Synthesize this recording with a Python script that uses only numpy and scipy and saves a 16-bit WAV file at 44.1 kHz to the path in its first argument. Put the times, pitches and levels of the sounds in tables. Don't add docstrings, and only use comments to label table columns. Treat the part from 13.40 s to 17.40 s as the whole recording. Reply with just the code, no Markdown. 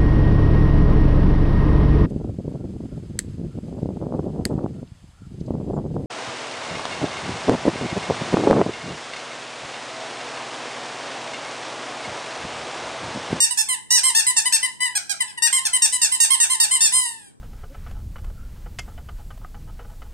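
import sys
import numpy as np
from scipy import signal
from scipy.fft import rfft, irfft, next_fast_len
from scipy.io import wavfile
from scipy.ndimage import uniform_filter1d, map_coordinates

SR = 44100
rng = np.random.default_rng(int(sys.argv[2]) if len(sys.argv) > 2 else 0)


def to_wav(s):
    ch = np.atleast_2d(s).T
    pcm = np.round(np.clip(ch, -1, 1) * 32767)
    wavfile.write(sys.argv[1], SR, pcm.astype(np.int16))


N = 176400

# start in seconds, length in seconds, crest pitch in Hz, opening rise in Hz,
# closing fall in Hz, relative level in dB, throat boost in dB, mouth resonance gain in dB,
# mouth resonance frequency in Hz, left over right in dB.
BARK_CALLS = [(0.002, 0.055, 940.6, 15, 98, -17.5, 0, -3.5, 4250, -1.5),
              (0.172, 0.049, 893, 103, 48, -19.0, -3.5, -5, 4070, -5.5),
              (0.504, 0.09, 986, 54.0, 163, -18.0, 1, 9.5, 5880, -1.5),
              (0.747, 0.063, 911, 71, 54, -18, 3.2, 0, 4840, 2.7),
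              (0.965, 0.033, 910.5, -22, 57, -20, 5.6, 9, 6630, -1.5),
              (1.122, 0.045, 909, 108, 55, -18, -0.2, 1, 6940, 3.5),
              (1.551, 0.032, 837, 56, 82, -24, 1.5, -2, 7000.0, 1),
              (1.693, 0.036, 816, 24, 80.0, -28, 2.4, 5, 4130, -7),
              (2.02, 0.06, 943, 45, 83, -19.5, 6.5, 1, 3180, 6),
              (2.251, 0.025, 890, -25, 140, -21, -1, 1.5, 3460, -0.5),
              (2.419, 0.045, 922, -25, 100, -14.5, -5.5, -7, 4570, 0.7),
              (2.615, 0.045, 915, -30, 74, -18, 0, 4.5, 6900, -1.5),
              (2.801, 0.053, 934, -5.5, 83, -14, -3.5, -14.5, 5000, -2.5),
              (3, 0.05, 932.0, -9.5, 102, -16.5, -1, -18.5, 4880, 0.2),
              (3.199, 0.055, 929.5, -6.0, 86, -16.5, -2.5, -8.5, 5860, -1.8),
              (3.404, 0.074, 917, 42, 85, -17, -5.5, 5, 3160, -0.5)]
SQUEAK_CALLS = [(0.105, 0.031, 980, -16, 59, -24, -4.8, -11.6, 6200.0, -8),
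                (0.284, 0.07, 1016.0, -67, 132, -23, 2.5, -6.5, 4600.0, -3.8),
                (0.632, 0.078, 1047, 54, 120, -16.5, -4.5, 9.5, 5500.0, -4.5),
                (0.864, 0.05, 1014, 6, 70, -17, -1, -4, 3200.0, 0.7),
                (1.052, 0.035, 1010.0, 91, 42, -19.5, 2.5, 2.5, 4800.0, 3),
                (1.225, 0.043, 1014, 39, 80, -23, 6.5, 5, 4600.0, 2),
                (1.402, 0.081, 1004.0, 25, 96, -27, 14, 7.5, 4600.0, 3.5),
                (1.802, 0.027, 1002, -22, 110.0, -23, 6, 2.5, 7000.0, 0.7),
                (1.873, 0.045, 862, -28, 92, -49.5, 17, 23.5, 5200.0, 5),
                (1.973, 0.019, 963, -39, 60, -34.5, 16.5, -7, 7000.0, 2),
                (2.125, 0.072, 1054, 13, 125, -19.5, 2.2, 4.5, 7000.0, -1.5),
                (2.329, 0.045, 1023, 25, 69, -16.5, -1.9, -4, 4800.0, 0.5),
                (2.523, 0.049, 1010, 16.5, 47, -20, -4, -1, 2800.0, 2.2),
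                (2.715, 0.05, 1029, 45, 130, -19, -7.5, 3.5, 6600.0, -2.5),
                (2.902, 0.057, 1071, 38, 176, -14, -7.5, -7, 7000.0, -7),
                (3.097, 0.062, 1043, 38, 140, -18.5, -3, 6, 6300.0, -1),
                (3.308, 0.068, 1051, 64.5, 116, -16.5, -2.5, -3, 5300.0, 0.5)]
# time in seconds, pitch in Hz, relative level in dB, throat boost in dB.
WHINE_CONTOUR = [(3.52, 960, -26.5, 5), (3.534, 1010, -16, -9), (3.558, 1040, -12.5, -12.5),
                 (3.589, 1022, -15, -6.5), (3.619, 997.4, -22, -3), (3.665, 951.5, -25.5, 2),
                 (3.721, 909, -38.5, 5.5), (3.785, 891, -48, 10.5), (3.81, 841, -53, 10),
                 (3.884, 790, -51, 2.5), (3.934, 703, -76, 7.5)]
# frequency in Hz, gain in dB.
BARK_TRACT = [(350, -46), (650, -9.5), (920, -20.5), (1300, -2), (1830, -13), (2300, -6.5), (2750, -11),
              (3650, -10.5), (4600, -7), (5500, -4.5), (6400, -5.5), (7300, -8), (8250, 3), (9150, -4),
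              (10100, -13.5), (11000, -21), (12000, -15), (13800, -29), (15000, -60.5)]
SQUEAK_TRACT = [(350, -84), (700, -10.5), (1020, -10.5), (1400, -11.5), (2040, -8.5), (2500, -15),
                (3060, -7), (4100, -13), (5100, -13), (6100, -20.5), (7150, -10.5), (8250, 1.5), (9200, -2),
                (10200, -8.5), (11200, -16), (12200, -26.5), (13900, -23), (15000, -85)]
# frequency in Hz, share of the boost.
BOOST_SHARE = [(900, 0.4), (1900, 0.98), (3200, 0.39), (5000, 0.15)]
# frequency in Hz, left lag in radians.
PORT_PHASE = [(100, 8.4), (1000, 1.545), (2000, 1.54), (4000, 1.75), (8000, 1.49), (14000, 1.7)]
# frequency in Hz, seconds to decay by 60 dB.
REVERB_T60 = [(200, 0.75), (900, 0.37), (2000, 0.38), (5000, 0.36), (8500, 0.37), (14000, 0.38)]
# frequency in Hz, relative spectral density in dB.
REVERB_SPECTRUM = [(200, -7.5), (900, 0), (2000, -1.5), (4000, -2), (6000, -1.5), (8500, -5), (11000, -8),
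                   (14000, -8)]
HUSH_SPECTRUM = [(25, -15), (60, -5.5), (130, 1.5), (250, -1.5), (400, -5), (550, -12.5), (1300, -21),
                 (2300, -40), (8000, -32), (14000, -40.5)]
PUFF_SPECTRUM = [(25, -5), (80, -8), (200, -19.5), (500, -18.5), (1500, -33)]
CLICK_SPECTRUM = [(300, -42), (1200, 4), (5000, -0.5), (14000, -13)]

FFT_SIZE = 32768
LEAD_S = .02


def amp(db):
    return 10 ** (np.asarray(db) / 20)


def unit(x):
    return x / np.sqrt(np.mean(x ** 2) + 1e-20)


def along(points, hz):
    f, values = np.transpose(points)
    return np.interp(np.log(hz + 1), np.log(f + 1), values)


def wobble(rate, x):
    return map_coordinates(rng.standard_normal(2048), [x * rate], mode="wrap")


def noise(spectrum, size):
    gain = amp(along(spectrum, np.fft.rfftfreq(size, 1 / SR)))
    return unit(irfft(rfft(rng.standard_normal(size)) * gain, size))


def add(out, start_s, x):
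    i = round(start_s * SR)
    x, i = x[:, max(-i, 0):], max(i, 0)
    out[:, i:i + x.shape[1]] += x[:, :out.shape[1] - i]


def minimum_phase(gain):
    cepstrum = irfft(np.log(np.maximum(gain, 1e-6)))
    half = len(cepstrum) // 2
    cepstrum[1:half] *= 2
    cepstrum[half + 1:] = 0
    return np.exp(rfft(cepstrum))


def room_noise():
    mid, side = amp(-10) * noise(HUSH_SPECTRUM, N), noise(HUSH_SPECTRUM, N)
    return amp(-53.5) * np.array([mid + side, mid - side])


def reverberation(source, tail_db=-9.5, walls_db=-13.5):
    hz, t, diffuse = signal.stft(rng.standard_normal((2, SR // 2)), SR, nperseg=256)
    decay = amp(along(REVERB_SPECTRUM, hz)[:, None] - 60 * t / along(REVERB_T60, hz)[:, None])
    build_up = 1 - np.exp(-t / 0.0027)
    response = signal.istft(diffuse * decay * build_up, SR, nperseg=256)[1]
    response *= amp(tail_db) / np.linalg.norm(response[0])
    for channel in response:
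        delays_s = .03 * rng.uniform(0.16, 1, size=10)
        channel[(delays_s * SR).astype(int)] += amp(walls_db) * unit(rng.standard_normal(10)) / np.sqrt(10)
    return signal.fftconvolve(source[None], response, axes=1)


def microphone_ports(f, pan_db, ripple_hz=897.3):
    def ripple():
        return np.array([wobble(1 / ripple_hz, f) for _ in range(2)]) * f / (f + ripple_hz)

    lag_s = 0.0003521 + .00005 * rng.standard_normal()
    phase = along(PORT_PHASE, f) + 2 * np.pi * f * lag_s
    floor = amp(ripple()) * np.exp(0.96j * ripple())
    balance = amp(np.array([[1], [-1]]) * pan_db / 2)
    return balance * floor * np.exp(-1j * phase * np.array([[1], [0]]))


def voice(pitch, level, rough, boost_db, mouth_db, mouth_hz, pan_db, tract, hiss_db, mellow=0):
    t = np.arange(len(pitch)) / SR
    jittered_hz = pitch * (1 + 0.0019 * wobble(178, t) + 0.055 * rough * wobble(503.2, t))
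    harmonic = np.arange(1, 19)[:, None]
    hz = harmonic * np.median(pitch)
    colour_db = boost_db * along(BOOST_SHARE, hz) + mouth_db * np.exp(-((hz - mouth_hz) / 460) ** 2)
    strength = np.maximum(level, mellow * np.exp(-(hz / 2200) ** 2 / 2))
    phase = 2 * np.pi * np.cumsum(jittered_hz) / SR
    pulses = (strength * amp(colour_db) * np.cos(harmonic * phase)).sum(0)
    shimmer = amp((1.56 + 1.5 * rough) * wobble(306.7, t))
    breath = rng.standard_normal(FFT_SIZE)[:len(t)] * (amp(hiss_db) + .3 * rough)
    f = np.fft.rfftfreq(FFT_SIZE, 1 / SR)
    radiated = rfft(pulses * shimmer + level * breath, FFT_SIZE) * minimum_phase(amp(along(tract, f)))
    size = len(t) + 1024
    direct = irfft(radiated * microphone_ports(f, pan_db))[:, :size]
    heard = reverberation(irfft(radiated)[:size])
    add(heard, 0, direct)
    return heard


def call(row, tract, attack_s, release_s, swell_db_per_hz, fade_db, fade_power, rough, hiss_db, gain_db):
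    _, length, crest_hz, rise_hz, fall_hz, db, boost_db, mouth_db, mouth_hz, pan_db = row
    crest, breaks_at = 0.374, 0.49
    t = np.arange(int((LEAD_S + length + .05) * SR)) / SR - LEAD_S
    since_start, since_end = np.maximum(t, 0), np.maximum(t - length, 0)
    opening = np.clip(1 - since_start / length / crest, 0, 1) ** 2
    closing = np.clip((t / length - crest) / (1 - crest), 0, 1)
    breaking = np.clip((t / length - breaks_at) / (1 - breaks_at), 0, 1) ** 2
    pitch = crest_hz - rise_hz * opening - fall_hz * closing ** 2.388 - 1500 * since_end
    effort = amp(db + gain_db - swell_db_per_hz * max(rise_hz, 0) * opening)
    gate = (1 - np.exp(-(since_start / attack_s) ** 2)) * np.exp(-since_end / release_s)
    level = effort * amp(-fade_db * closing ** fade_power) * gate
    mellow = effort * amp(-9.5) * np.exp(np.minimum(t, 0) / 0.0048 - since_end / 0.027)
    roughness = rough * breaking + .3 * np.exp(-since_start / 0.009)
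    return voice(pitch, level, roughness, boost_db, mouth_db, mouth_hz, pan_db, tract, hiss_db, mellow)


def whine():
    times, *columns = np.transpose(WHINE_CONTOUR)
    t = np.arange(times[0], times[-1], 1 / SR)
    pitch, db, boost_db = [np.interp(t, times, column) for column in columns]
    cry = voice(pitch, amp(db), rough=0.0042, boost_db=boost_db, mouth_db=1.5, mouth_hz=5150,
                pan_db=-0.5, tract=SQUEAK_TRACT, hiss_db=-34)
    out = np.zeros((2, N))
    add(out, times[0], cry)
    return out


def squeaks():
    out = np.zeros((2, N))
    for row in SQUEAK_CALLS:
        squeak = call(row, SQUEAK_TRACT, attack_s=.003, release_s=0.0026, swell_db_per_hz=0.02,
                      fade_db=8.5, fade_power=3.2, rough=0.17, hiss_db=-34.5, gain_db=1.5)
        add(out, row[0] - LEAD_S, squeak)
    return out


def barks():
    out = np.zeros((2, N))
    t = np.arange(8192) / SR
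    for row in BARK_CALLS:
        start_s, rise_hz, db = row[0], row[3], row[5]
        bark = call(row, BARK_TRACT, attack_s=.002, release_s=0.008, swell_db_per_hz=0.07,
                    fade_db=8, fade_power=3.3, rough=.75, hiss_db=-17, gain_db=3)
        add(out, start_s - LEAD_S, bark)
        puff = noise(PUFF_SPECTRUM, len(t)) * np.exp(-t / 0.059) * (1 - np.exp(-t / .002))
        add(out, start_s, amp(db - 25.5) * puff * np.array([[1], [-.5]]))
        click = np.array([noise(CLICK_SPECTRUM, len(t)) for _ in range(2)]) * np.exp(-t / .0008)
        if rise_hz < 10:
            add(out, start_s + .0008, amp(db - 11) * click)
    return out


def scene():
    return barks() + squeaks() + whine() + room_noise()


def record(dry):
    ceiling_db, window_s, cutoff_hz = -11, 0.0046, 15200
    power = uniform_filter1d((dry ** 2).mean(0), int(window_s * SR))
    limited = dry / (1 + (power / amp(ceiling_db) ** 2) ** 2) ** .25
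    size = next_fast_len(N + FFT_SIZE // 2)
    passband = np.fft.rfftfreq(size, 1 / SR) < cutoff_hz
    return irfft(rfft(limited, size) * passband, size)[:, :N]


dry = scene()
out = record(dry)
to_wav(out)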